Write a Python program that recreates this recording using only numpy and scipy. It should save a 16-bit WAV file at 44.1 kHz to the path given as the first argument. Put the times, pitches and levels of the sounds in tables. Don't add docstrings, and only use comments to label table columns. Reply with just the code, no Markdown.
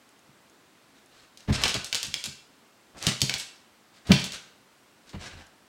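import sys
import numpy as np
from scipy import signal
from scipy.fft import rfft, irfft, next_fast_len
from scipy.io import wavfile
from scipy.ndimage import uniform_filter1d, minimum_filter1d, map_coordinates

SR = 44100
rng = np.random.default_rng(int(sys.argv[2]) if len(sys.argv) > 2 else 0)


def transcribe(signal):
    frames = np.atleast_2d(signal).T
    limited = np.clip(frames, -1, 1)
    pcm = np.round(limited * 32767).astype(np.int16)
    wavfile.write(sys.argv[1], SR, pcm)


N = 250467

# start in seconds, relative peak level of the leading claw in dB, pitch in Hz,
# gap from toe to toe in seconds, relative level of the scuff in dB.
FOOTFALLS = [(1.374, -31, 4800, .0012, -58), (1.406, -35.5, 4070, .002, -59),
             (1.617, -19, 4420, 0.0056, -37), (1.637, -3, 3760, 0.0013, -23.5),
             (1.655, -13, 3560, 0.0038, -36.5), (1.68, -12, 4220, .003, -35),
             (1.693, -12, 3700, .002, -34.5), (1.743, -10.5, 3830, .002, -31),
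             (1.845, -17, 5140, 0.0011, -40.5), (1.928, -7, 3500, 0.0016, -43),
             (1.947, -6, 4400, 0.007, -35), (2.030, -10.5, 4500, 0.0023, -37.5),
             (2.067, -22.5, 5600, 0.0014, -62), (2.1413, -8, 3660, .0008, -45),
             (2.2403, -13.5, 4820, 0.0021, -37.5), (2.257, -15.5, 4960, 0.0027, -47),
             (3.027, -15, 4900, 0.012, -54), (3.0681, -2, 4460, .0015, -28),
             (3.2066, -19, 4460, 0.0019, -55), (3.217, -0.5, 4740, .0009, -40),
             (3.2958, -6, 3080, .0014, -42.5), (3.340, -8.5, 3900, .002, -37),
             (3.399, -18.5, 4700, 0.0034, -40.5), (4.071, -29, 4930, 0.0061, -51),
             (4.1187, 3, 3460, 0.00092, -31), (4.196, -20.5, 4300, .002, -38),
             (4.242, -12.5, 4800, 0.0037, -38.5), (4.321, -22, 4430, .001, -41),
             (4.335, -21, 4100, 0.011, -40), (5.094, -33.5, 4250, 0.0031, -59),
             (5.132, -39, 2730, 0.0017, -43.5)]


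def amp(db):
    return 10 ** (np.asarray(db) / 20)


def unit(x):
    return x / np.sqrt(np.mean(x ** 2) + 1e-20)


def along(points, hz):
    f, values = np.transpose(points)
    return np.interp(np.log(hz + 1), np.log(f), values)


def filtered(x, gain):
    size = next_fast_len(len(x) + 8192)
    spectrum = rfft(x, size) * gain(np.fft.rfftfreq(size, 1 / SR))
    return irfft(spectrum, size)[:len(x)]


def add(track, start_s, sound):
    part = track[round(start_s * SR):][:len(sound)]
    part += sound[:len(part)]


def minimum_phase_pulse(spectrum, shift, size=512):
    hz = np.fft.rfftfreq(size, 1 / SR) / shift
    cepstrum = irfft(np.log(amp(along(spectrum, hz))))
    cepstrum[1:size // 2] *= 2
    cepstrum[size // 2 + 1:] = 0
    pulse = irfft(np.exp(rfft(cepstrum)))
    return pulse / np.abs(signal.hilbert(pulse)).max()


def damped_modes(modes, t, scatter_db=2.0, detune=0.021):
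    total = np.zeros(len(t))
    for k, (hz, db, t60) in enumerate(modes):
        stray_level, stray_pitch = rng.standard_normal(2)
        envelope = amp(db + scatter_db * stray_level - 60 * t / t60)
        sine = np.sin(2 * np.pi * hz * (1 + detune * stray_pitch) * t)
        total += (-1) ** k * envelope * sine
    return total


def claw_strikes(toes=4, loss_db=4, scatter_db=1.46, detune=0.05, uneven=0.25):
    strikes = []
    for s, db, hz, gap, _ in FOOTFALLS:
        strikes.append((s, db, hz))
        for toe in range(1, toes):
            late, loud, high = rng.standard_normal(3)
            toe_s = s + gap * (toe + uneven * late)
            toe_db = db - loss_db * toe + scatter_db * loud
            strikes.append((toe_s, toe_db, hz * np.exp(detune * high)))
    return strikes


def claws(tick_hz=4100, chatter_db=-24, chatter_t60=0.017):
    # frequency in Hz, relative level in dB, for a claw pitched at tick_hz.
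    tick = [(100, -18.5), (600, -14.5), (1200, -23.5), (2000, -9.5), (2900, -1), (4000, -0.5), (5500, -3),
            (7500, -8.5), (10000, -15.5), (15000, -27.5)]
    out, t = np.zeros(N), np.arange(SR // 40) / SR
    for s, db, hz in claw_strikes():
        force = amp(chatter_db - 60 * t / chatter_t60) * rng.standard_normal(len(t))
        force[0] = 1
        click = np.convolve(force, minimum_phase_pulse(tick, hz / tick_hz))
        add(out, s, amp(db) * click)
    return out


def wobble(rate, size):
    points = rng.standard_normal(int(size * rate / SR) + 4)
    return map_coordinates(points, [np.arange(size) * rate / SR])


def skid_strokes():
    # start in seconds, length in seconds, relative level in dB, brightness in dB per octave.
    slides = [(0.949, 0.043, -62, -1.5), (1.097, 0.15, -59, -2), (1.476, 0.031, -33.5, -8),
              (1.521, 0.041, -30, -1.5), (1.57, 0.067, -33.5, -5), (2.163, 0.053, -45, 1.5),
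              (2.945, 0.036, -46, -10), (2.967, 0.038, -47, 2), (3.002, 0.12, -35, -2.5),
              (3.305, 0.013, -38, -6), (3.376, 0.027, -38.5, 8.5), (3.934, 0.054, -57.5, -2),
              (4.049, 0.063, -45, -5), (4.097, 0.028, -24.5, -8.5), (5.058, 0.053, -55, -2),
              (5.19, 0.091, -42, -3), (5.279, 0.066, -50, -5), (5.358, 0.065, -49.5, -5)]
    scuff_s, scuff_rise_s = 0.026, 0.0013
    strokes = []
    for s, _, hz, _, db in FOOTFALLS:
        tilt = -0.5 + 13.5 * np.log2(hz / 4260)
        strokes.append((s, scuff_s, scuff_rise_s, db, tilt))
    for s, length, db, tilt in slides:
        strokes.append((s, length, 0.18 * length, db, tilt))
    return strokes


def skids(level_db=-1, catches_per_s=2600, spread_db=3, release_s=0.0055,
          judder_db=0.5, judder_rate=130, ring_db=4):
    # frequency in Hz, relative level in dB.
    scratch = [(100, -1.5), (500, -7.5), (1000, -6.5), (1600, -2.5), (2400, -2), (4200, -0.5), (5500, -4),
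               (8000, -5.5), (11000, -18), (16000, -35)]
    out, t = np.zeros(N), np.arange(SR // 5) / SR
    for s, length, rise, db, tilt in skid_strokes():
        catches = rng.random(len(t)) < catches_per_s / SR
        excess = np.minimum(rng.exponential(size=len(t)), 2)
        sizes = rng.choice([-1, 1], len(t)) * amp(spread_db * excess)
        sizes *= amp(judder_db * wobble(judder_rate, len(t)))
        claw_hz = rng.uniform(2670, 5860)

        def colour(hz):
            slope = tilt * np.log2(np.maximum(hz, 700))
            resonance = ring_db / (1 + ((hz - claw_hz) / 250) ** 2)
            return amp(along(scratch, hz) + slope + resonance)

        grit = unit(filtered(catches * sizes, colour))
        pressure = (1 - np.exp(-t / rise)) * np.exp(-np.maximum(t - length, 0) / release_s)
        add(out, s, amp(db + level_db) * pressure * grit)
    return out


def paws(level_db=-3, contact_s=0.0029, slap_db=3, slap_t60=0.11):
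    # start in seconds, relative level in dB, weight on the joists in dB,
    # relative slap of the pad in dB.
    landings = [(0.275, -54.5, -14, -15), (1.483, -22.5, 6, -1.5), (1.497, -23, -4, 4.5),
                (1.638, -40, -6, -5), (1.751, -34.5, -3, 9), (2.062, -41.5, 0, -2), (2.262, -41, -6, -1.5),
                (3.069, -25.5, -13, 5.5), (3.217, -26.5, -11, 2.5), (4.092, -18.5, -2, 2),
                (4.104, -14, -11.5, 3), (5.14, -33.5, 3.5, 2), (5.331, -51, 12, -13)]
    # frequency in Hz, relative level in dB, t60 in seconds.
    joist_modes = [(37, -10, .45), (62, -7, .3), (79, -6, .25), (91, -2, .28)]
    board_modes = [(108, -6, .18), (132, 0, .3), (148, -1, .2), (165, -7, .15), (197, -3, .27),
                   (214, -7, .26), (242, -9, .2), (285, -10, .15), (328, -15, .22), (390, -18, .2),
                   (417, -16, .25), (599, -22, .3)]
    # frequency in Hz, relative level in dB.
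    pad = [(35, -49), (80, -3), (160, 2.5), (280, -4.5), (500, -17.5), (1000, -28.5), (2500, -35),
           (8000, -53)]
    out, t = np.zeros(N), np.arange(SR * 3 // 4) / SR
    for s, db, weight_db, pad_db in landings:
        boom = damped_modes(board_modes, t) + amp(weight_db) * damped_modes(joist_modes, t)
        slap = unit(filtered(rng.standard_normal(len(t)), lambda hz: amp(along(pad, hz))))
        slap *= amp(pad_db + slap_db - 60 * t / slap_t60)
        onset = 1 - np.exp(-t / contact_s)
        add(out, s, amp(db + level_db) * onset * (boom + slap))
    return out


def room_response(tail_db=-5.5, echo_db=-31.5, build_s=0.0018, count=8):
    # frequency in Hz, t60 in seconds.
    decay_t60 = [(100, .4), (300, .5), (1000, .5), (4000, .48), (8000, .43), (15000, .32)]
    # frequency in Hz, relative level in dB.
    tone = [(60, -17), (200, -10), (600, -2), (1500, 0), (2200, 0), (4000, 0), (8000, 0), (15000, -3)]
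    hz, t, z = signal.stft(rng.standard_normal(SR * 3 // 4), SR, nperseg=256)
    z = z * amp(along(tone, hz)[:, None] - 60 * t / along(decay_t60, hz)[:, None])
    tail = signal.istft(z, SR, nperseg=256)[1]
    tail *= 1 - np.exp(-np.arange(len(tail)) / SR / build_s)
    response = amp(tail_db) * tail / np.linalg.norm(tail)
    delays_s = rng.uniform(0.0032, 0.02, count)
    response[(delays_s * SR).astype(int)] += amp(echo_db) * rng.standard_normal(count)
    return response


def room(x, count=36):
    out, hop = np.zeros(N), N // count
    padded = np.pad(x, (0, 2 * hop))
    fade = np.sqrt(signal.windows.hann(2 * hop, sym=False))
    for start in range(0, N - hop, hop):
        piece = padded[start:start + 2 * hop] * fade
        add(out, start / SR, signal.fftconvolve(piece, room_response()))
    return out


def cabinets(hz):
    # centre frequency in Hz, bandwidth in Hz, relative level in dB.
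    resonances = [(1300, 16, -33), (1500, 60, -8.5), (1526, 130, -8), (2330, 26, -29), (2450, 15, -18),
                  (2697, 16, 5.5), (3370, 33, -28), (3780, 53, -15), (4430, 45, -11), (4820, 47, -21),
                  (5250, 44, -21)]
    gain = 1
    for centre, width, db in resonances:
        gain = gain + amp(db) * 1j * hz * width / (centre ** 2 - hz ** 2 + 1j * hz * width)
    return gain


def close_ticks(level_db=-5):
    # start in seconds, relative level in dB.
    ticks = [(0.091, -38), (.192, -43), (0.498, -40.5), (1.060, -42), (5.468, -40)]
    # frequency in Hz, relative level in dB, t60 in seconds.
    body_modes = [(5260, -12, 0.012), (6470, -11, 0.02), (7560, -14, 0.017), (10450, -9, 0.012)]
    out, t = np.zeros(N), np.arange(SR // 20) / SR
    for s, db in ticks:
        add(out, s, amp(db + level_db) * damped_modes(body_modes, t))
    return out


def background(level_db=-59.5):
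    # frequency in Hz, relative level in dB.
    hiss = [(25, -53), (60, -8.5), (130, -4), (260, 2.5), (500, -3), (900, -3.5), (1400, -4.5),
            (2500, -8.5), (4500, -11.5), (6800, -15.5), (7900, -14.5), (8800, -17.5), (12000, -22.5),
            (16000, -23)]
    return amp(level_db) * unit(filtered(rng.standard_normal(N), lambda hz: amp(along(hiss, hz))))


def scene():
    feet = claws() + skids() + paws()
    echoes = filtered(room(feet), cabinets)
    return (feet + echoes + close_ticks() + background())[None]


def record(dry, ceiling=0.71, size=45, low_hz=27.0, top_hz=16000):
    needed = np.minimum(1, ceiling / (np.abs(dry) + 1e-9))
    limited = dry * uniform_filter1d(minimum_filter1d(needed, size), size)

    def band(hz):
        return (hz < top_hz) * hz ** 4 / (hz ** 4 + low_hz ** 4)

    return np.array([filtered(channel, band) for channel in limited])


dry = scene()
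out = record(dry)
transcribe(out)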